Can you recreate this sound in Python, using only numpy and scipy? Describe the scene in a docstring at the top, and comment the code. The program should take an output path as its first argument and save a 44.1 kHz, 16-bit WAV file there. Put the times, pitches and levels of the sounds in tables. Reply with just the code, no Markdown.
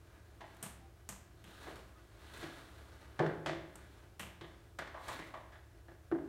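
"""A bare, echoing hallway, heard from its wooden floor a few metres from someone on an office chair.
They shift a pair of crutches about: each knock makes the floor boom and the metal tubes ring, loose
fittings click, and twice a crutch tip lands hard. Clothes rub and swish between the moves, and a
joint of the wheeled chair squeaks faintly. Under it all, the house rumbles and hums."""
import sys
import numpy as np
from scipy import signal
from scipy.fft import rfft, irfft
from scipy.io import wavfile

SR = 44100
rng = np.random.default_rng(int(sys.argv[2]) if len(sys.argv) > 2 else 0)


def master(y):
    """Save y as 16-bit WAV."""
    cut = np.clip(np.atleast_2d(y).T, -1, 1)
    pcm = np.round(cut * 32767)  # scale
    wavfile.write(sys.argv[1], SR, pcm.astype(np.int16))


N = 277121
TAPS = 8192
GRID_HZ = np.fft.rfftfreq(TAPS, 1 / SR)


def amp(db):
    """Turns decibels into a number to multiply by."""
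    return 10 ** (np.asarray(db) / 20)


def unit_rms(x):
    """Scales a sound to an average strength (rms) of 1."""
    return x / np.sqrt(np.mean(x ** 2) + 1e-20)


def curve_at(points, hz):
    """Joins a table's points on a pitch scale and looks up the value at hz."""
    f, value = np.transpose(points)
    return np.interp(np.log(hz + 1), np.log(f + 1), value)


def add(mix, s, sound):
    """Mixes a sound in, starting at s seconds."""
    part = mix[round(s * SR):][:len(sound)]
    part += sound[:len(part)]


def hump(centre_hz, octaves):
    """A smooth bump of height 1, for boosting the pitches near centre_hz."""
    return np.exp(-.5 * (np.log2((GRID_HZ + 1) / centre_hz) / octaves) ** 2)


def tap_response(level_db):
    """How an object answers one perfect tap, given its level at each frequency."""
    log_gain = np.log(amp(np.maximum(level_db, -100)))
    mirrored = np.concatenate([log_gain, log_gain[-2:0:-1]])
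    spectrum = np.exp(np.conj(signal.hilbert(mirrored)))  # nothing sounds before the tap
    return np.fft.ifft(spectrum).real[:TAPS // 2]


def coloured(x, points):
    """Gives a long sound a colour (a balance of low and high), at strength 1."""
    gain = amp(curve_at(points, np.fft.rfftfreq(N, 1 / SR)))
    return unit_rms(irfft(rfft(x) * gain, N))


def even_noise(count):
    """Noise that is equally strong at every moment and pitch."""
    z = signal.stft(rng.standard_normal(count), nperseg=1024)[2]
    return unit_rms(signal.istft(z / (abs(z) + 1e-12), nperseg=1024)[1][:count])


# colour of the air's hush: f/Hz, relative level/dB
AIR_COLOUR = [(88, -37), (150, -13), (226, -30), (264, -8.5), (354, -3.5), (534, -17), (601, -10.5),
              (662, -11), (871, -20.5), (1020, -20.5), (1480, -25.5), (1630, -31.5), (2270, -26),
              (5360, -28), (16000, -33.5)]
# colour of the building's rumble: f/Hz, relative level/dB
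RUMBLE_COLOUR = [(20, -27), (35, -25.5), (50, -3), (62, 0.5), (78, 2), (92, -10), (108, -6), (130, -14.5),
                 (200, -20), (400, -64.5)]
# humming tones of the house: f/Hz, level/dB
HUM_TONES = [(108, -68.5), (340, -76), (1620, -98.5)]
def house(air_db=-68.5, rumble_db=-60, waver=0.26):
    """The building rumbles under faint air noise and wavering hums."""
    t = np.arange(N) / SR
    air = amp(air_db) * coloured(rng.standard_normal(N), AIR_COLOUR)
    rumble = amp(rumble_db) * coloured(even_noise(N), RUMBLE_COLOUR)
    drift_s = np.linspace(0, t[-1], num=60)
    hum = np.zeros(N)
    for hz, db in HUM_TONES:
        drift = 1 + waver * (rng.standard_normal(len(drift_s)) + 1j * rng.standard_normal(len(drift_s)))
        tone = np.interp(t, drift_s, drift) * np.exp(2j * np.pi * hz * t)
        hum += amp(db) * unit_rms(tone.real)
    return air + rumble + hum


def contact(rattle_s, first_db):
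    """Two things touch, then rattle briefly; the longer the rattle, the weaker the first touch."""
    t = np.arange(TAPS // 2) / SR
    force = even_noise(len(t)) * np.exp(-t / rattle_s)
    force /= np.linalg.norm(force)
    force[0] += amp(first_db) * 0.0008 / rattle_s
    return force / np.linalg.norm(force)


# how long the hallway takes to fade by 60 dB: f/Hz, fade/s
HALL_FADE = [(120, 0.99), (350, 0.73), (700, 0.65), (2000, 0.71), (4000, 0.56), (9000, 0.35), (15000, 0.38)]
# echoes off the walls: delay/s, relative level/dB
WALL_ECHOES = [(.0045, -20), (.009, -4.5), (0.035, -4), (.041, -12), (.072, -12.5)]
def hallway(touch, direct_db, room_db, build_s, wall_hz=3500):
    """A touch arrives straight, then as dull wall echoes and a fading wash of sound."""
    hz, t, z = signal.stft(even_noise(SR), SR, nperseg=256)
    fade = amp(-60 * t / curve_at(HALL_FADE, hz)[:, None])
    tail = signal.istft(z * fade, SR, nperseg=256)[1][:SR]
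    tail *= 1 - np.exp(-np.arange(SR) / SR / build_s)
    out = amp(room_db) * tail / np.linalg.norm(tail)
    add(out, 0, amp(direct_db) * touch)
    bounced = signal.lfilter(*signal.butter(2, wall_hz, fs=SR), touch)
    for s, db in WALL_ECHOES:
        add(out, s, amp(room_db + db) * bounced)
    return out


def fading_tones(notes):
    """One pure tone for each note, falling by 60 dB over its fade time."""
    t = np.arange(SR) / SR
    return np.array([amp(db - 60 * t / fade_s) * np.exp(2j * np.pi * hz * t) for hz, db, fade_s in notes])


def struck(tones):
    """A hit starts each tone at a random point of its wave."""
    return (np.exp(2j * np.pi * rng.random(len(tones))) @ tones).real


# natural notes of the crutch tubes: f/Hz, level/dB, fade/s
TUBE_NOTES = [(1035, -63, 0.46), (1226, -45.5, 0.16), (1450, -55, 0.36), (1615, -54.5, 0.82),
              (1674, -45.5, 0.37), (1944, -48, 0.41), (2066, -63, 0.49), (2116, -48.5, 0.52),
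              (2360, -48, 0.51), (2590, -53, 0.77), (3010, -46, 0.38), (3500, -50.5, 0.66),
              (4370, -46.5, 0.4)]
def tube_tones():
    """The crutch tubes ring at several high notes at once."""
    return fading_tones(TUBE_NOTES)


# strokes of rubbing and sliding, at their fastest moment: t/s, level/dB, rise/s, fall/s
RUB_STROKES = [(.15, -66, 0.26, 0.52), (.62, -61, 0.13, 0.11), (1.48, -57.5, .02, 0.17),
               (1.64, -53.5, 0.093, 0.2), (2.4, -54, 0.21, 0.63), (2.99, -75, 0.074, 0.035),
               (4.0, -61.5, 0.32, .12), (4.55, -63.5, 0.082, 0.14), (5.1, -49.5, 0.065, 0.17)]
RUSTLE_DB = -71
def rubbing_db(t):
    """Level of the rubbing: each stroke swells and dies away over a faint rustle."""
    strokes = [amp(db) * np.exp(-np.maximum((s - t) / rise_s, (t - s) / fall_s))
               for s, db, rise_s, fall_s in RUB_STROKES]
    return 10 * np.log10(amp(RUSTLE_DB) ** 2 + np.sum(np.square(strokes), axis=0))


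# colour of rubbing cloth: f/Hz, relative level/dB
CLOTH_COLOUR = [(100, 9), (350, 11), (700, 6.5), (1500, 7), (2500, -3), (3600, -4), (5000, -10),
                (9000, -12), (15000, -21.5)]
def swish(catches_per_s=80, catch_db=22, rasp_hz=3700, rasp_db=3, lead_s=0.084):
    """Cloth hisses and catches, blurred by the hallway; fast strokes sound brighter and raspier."""
    catches = (rng.random(N) < catches_per_s / SR) * rng.standard_normal(N) * amp(catch_db)
    room = hallway(contact(0.0024, first_db=7), direct_db=-6.5, room_db=3, build_s=0.0013)
    room += amp(2.5) * struck(tube_tones())
    rub = coloured(rng.standard_normal(N) + signal.fftconvolve(catches, room)[:N], CLOTH_COLOUR)
    hz, frame_s, z = signal.stft(rub, SR, nperseg=512)
    # in dB per octave; looking ahead makes a stroke brightest while it speeds up
    brightness = -0.38 + 0.1204 * (rubbing_db(frame_s + lead_s) - RUSTLE_DB)
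    rasp = np.interp(hz, GRID_HZ, hump(rasp_hz, octaves=0.25))[:, None]
    colour_db = np.log2((hz[:, None] + 100) / 1600) * brightness
    colour_db += rasp_db * rasp * np.maximum(brightness, 0)
    cloth = signal.istft(z * amp(colour_db), SR, nperseg=512)[1][:N]
    return cloth * amp(rubbing_db(np.arange(N) / SR))


# natural notes of the floor and hallway: f/Hz, level/dB, fade/s
FLOOR_NOTES = [(145.6, -45, 0.31), (156.4, -46, 0.56), (336.4, -50, 0.64), (416, -64, 0.44),
               (424.4, -54, 0.52), (473, -55, 0.58), (536, -53.5, 0.98), (639, -53.5, 0.45),
               (748, -47.5, 0.23), (855, -52, 0.77)]
def floor_tones():
    """The floor and hallway ring on at low notes."""
    return fading_tones(FLOOR_NOTES)


# colour of a hit: f/Hz, relative level/dB
HIT_COLOUR = [(50, -26), (120, -11.5), (250, -11), (500, -8.5), (640, 1), (790, -5), (1150, -4.5),
              (1400, -9.5), (1900, -5.5), (2500, -14), (3500, -13.5), (4500, -20), (8000, -28.5),
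              (15000, -49)]
def hit(tones, db, boom_db, board_db, hardness, clack_hz, clack_db, rattle_s, room_db):
    """One hit makes the floor boom, a board ring and the struck part clack; harder is brighter."""
    colour_db = curve_at(HIT_COLOUR, GRID_HZ) + hardness * np.log2(np.maximum(GRID_HZ / 700, 1))
    colour_db += boom_db * hump(152, octaves=0.31) + board_db * hump(343, octaves=0.24)
    colour_db += clack_db * hump(clack_hz, octaves=0.19)
    arrival = hallway(contact(rattle_s, first_db=14), direct_db=-0.5, room_db=room_db - 3.5,
                      build_s=0.0039)
    arrival += amp(room_db - 5) * struck(tones)
    # a scuffing hit takes a moment to reach full force
    arrival *= 1 - np.exp(-(np.arange(SR) / SR + 0.00036) / (0.42 * rattle_s))
    return signal.fftconvolve(arrival, tap_response(db + colour_db))


# knocks of crutches and chair; weight is how much goes into the floor:
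# t/s, level/dB, weight/dB, hardness/(dB per octave), clack f/Hz, rattle/s, room boost/dB, bounce delay/s
KNOCK_HITS = [ (0.406, -4, 6, -0.5, 840, 0.011, -2.5, 0), (1.668, 2, 8, -4, 453, 0.016, -5, 0.089),
              (2.426, -0.5, 15.5, 1, 260, .016, -3.5, 0.085), (3.461, 7.5, 18, 1, 625, 0.003, 0, 0.0052),
              (4.196, -6, 10.5, 1, 1990, 0.0042, -3, 0.0026),
              (4.410, -3, 14.5, -0.5, 3510, 0.0072, -2.5, 0), (4.787, 5, 8, 0.5, 1490, .008, -4, 0.085),
              (4.940, 0, -14, -4.5, 1090, .013, 1, .06), (5.080, 2.5, 1, 0.5, 1040, 0.013, -2, 0.0061),
              (5.19, -3.5, 17, .5, 2070, .006, -2, 0), (5.339, 4, -10, -4, 1066, 0.0074, -3.5, 0.0071),
              (5.521, -14.5, -11, 0, 1600, 0.0092, 2.5, .034),
              (5.883, -11, 14.5, -3.5, 1600, 0.0038, -1, 0.0016)]
def knocks(bounce_db=-11):
    """Crutches and chair knock; a bounce delay over 0.01 s adds a second, weaker hit."""
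    out = np.zeros(N)
    tones = np.concatenate([floor_tones(), tube_tones()])
    for s, db, weight_db, hardness, clack_hz, rattle_s, room_db, bounce_s in KNOCK_HITS:
        boom_db = weight_db - 7
        clack_db = 7 - 0.06 * db  # lighter taps ring more purely
        knock = (boom_db, weight_db, hardness, clack_hz, clack_db, rattle_s, room_db)
        add(out, s, hit(tones, db, *knock))
        if bounce_s > .01:
            add(out, s + bounce_s, hit(tones, db + bounce_db, *knock))
    return out


# colour of a click: f/Hz, relative level/dB
FITTING_COLOUR = [(60, -14.5), (190, 6.5), (330, -9.5), (680, -1.5), (1000, -2.5), (1800, -5), (2300, -8),
                  (3000, -8), (4800, -14), (7200, -7.5), (9200, -5), (10500, -14), (13000, -9.5),
                  (16000, -29)]
# clicks of the crutch fittings: t/s, level/dB, low and middle boost/dB, ring f/Hz, room boost/dB, rattle/s
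FITTING_CLICKS = [ (0.548, -33, 1, 9600, -9, .002), (0.568, -28, 8, 12000, -18, .003),
                  (0.627, -7, 0, 9500, 1.5, 0.005), (1.09, -3.5, -1.5, 6960, -4.5, 0.0048),
                  (1.442, -23.5, 8, 3170, -1.5, 0.0012), (1.757, -25.5, 8.5, 4460, 3, 0.0035),
                  (2.374, -21, -7, 9000, -8, 0.0076), (3.756, -15.5, 1.5, 8000, -9, 0.0042),
                  (4.195, -9.5, 1, 2830, 3, 0.0034), (4.789, -14.5, -1, 4800, -7, 0.0023),
                  (5.082, -15, -4, 6850, 1, 0.0037)]
def clicks(thud_db=5, ring_db=6.5):
    """Loose fittings snap against the tubes, which give a short, high ring."""
    out, tones = np.zeros(N), tube_tones()
    body = 1 / (1 + (GRID_HZ / 4500) ** 4)
    for s, db, body_db, ring_hz, room_db, rattle_s in FITTING_CLICKS:
        colour_db = curve_at(FITTING_COLOUR, GRID_HZ) + body_db * body
        colour_db += thud_db * hump(112, octaves=.5) + ring_db * hump(ring_hz, octaves=0.28)
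        snap = contact(rattle_s, first_db=4)
        arrival = hallway(snap, direct_db=-6.5, room_db=room_db - 2, build_s=0.00077)
        arrival += amp(room_db - 10) * struck(tones)
        add(out, s, signal.fftconvolve(arrival, tap_response(db + colour_db)))
    return out


# faint squeaks of the chair: t/s, length/s, f/Hz, level/dB
CHAIR_SQUEAKS = [(0.797, 0.094, 782, -63.5), (1.942, 0.056, 1256, -64)]
def squeaks():
    """A joint of the chair sings briefly as it turns."""
    out = np.zeros(N)
    for s, length_s, hz, db in CHAIR_SQUEAKS:
        t = np.arange(round(3 * length_s * SR)) / SR
        swell = (2 * t / length_s) ** 2 * np.exp(2 - 4 * t / length_s)
        add(out, s, amp(db) * swell * np.sin(2 * np.pi * hz * t))
    return out


# heavy landings of a crutch: t/s, tip level/dB, tip hardness/(dB per octave), thud level/dB,
# thud f/Hz, floor boom/dB, board ring/dB, room boost/dB
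TIP_LANDINGS = [(3.192, 11, -1.5, 19, 437, 12.5, 12.5, -3), (6.115, 6.5, -7, 11, 262, 6, 25, -7.5)]
def landings(settle_s=.008, rock_s=.07, rock_db=-8):
    """The tip cracks on the boards, the weight follows with a dull thud, and the tip rocks back once."""
    tip_hz, tip_ring_db, tip_rattle_s = 1540, 10.5, 0.0039
    thud_hardness, thud_rattle_s = -10, 0.0027
    out = np.zeros(N)
    tones = np.concatenate([floor_tones(), tube_tones()])
    for s, tip_db, hardness, thud_db, thud_hz, boom_db, board_db, room_db in TIP_LANDINGS:
        tip_room_db = room_db - 2  # the crack echoes less than the thud
        thud_ring_db = 0.54 * board_db  # a springy board makes the thud ring too
        tip = (boom_db, board_db, hardness, tip_hz, tip_ring_db, tip_rattle_s, tip_room_db)
        thud = (boom_db, board_db, thud_hardness, thud_hz, thud_ring_db, thud_rattle_s, room_db)
        add(out, s, hit(tones, tip_db, *tip))
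        add(out, s + settle_s, hit(tones, thud_db, *thud))
        add(out, s + rock_s, hit(tones, tip_db + rock_db, *tip))
    return out


def scene():
    """All the sounds together, in one channel."""
    return (knocks() + landings() + clicks() + swish() + squeaks() + house())[None]


def record(dry):
    """Cuts away the very highest sounds, above 15900 Hz."""
    low_pass = signal.firwin(511, 15900, window=("kaiser", 8), fs=SR)
    return signal.oaconvolve(dry, low_pass[None], "same")


dry = scene()
out = record(dry)
master(out)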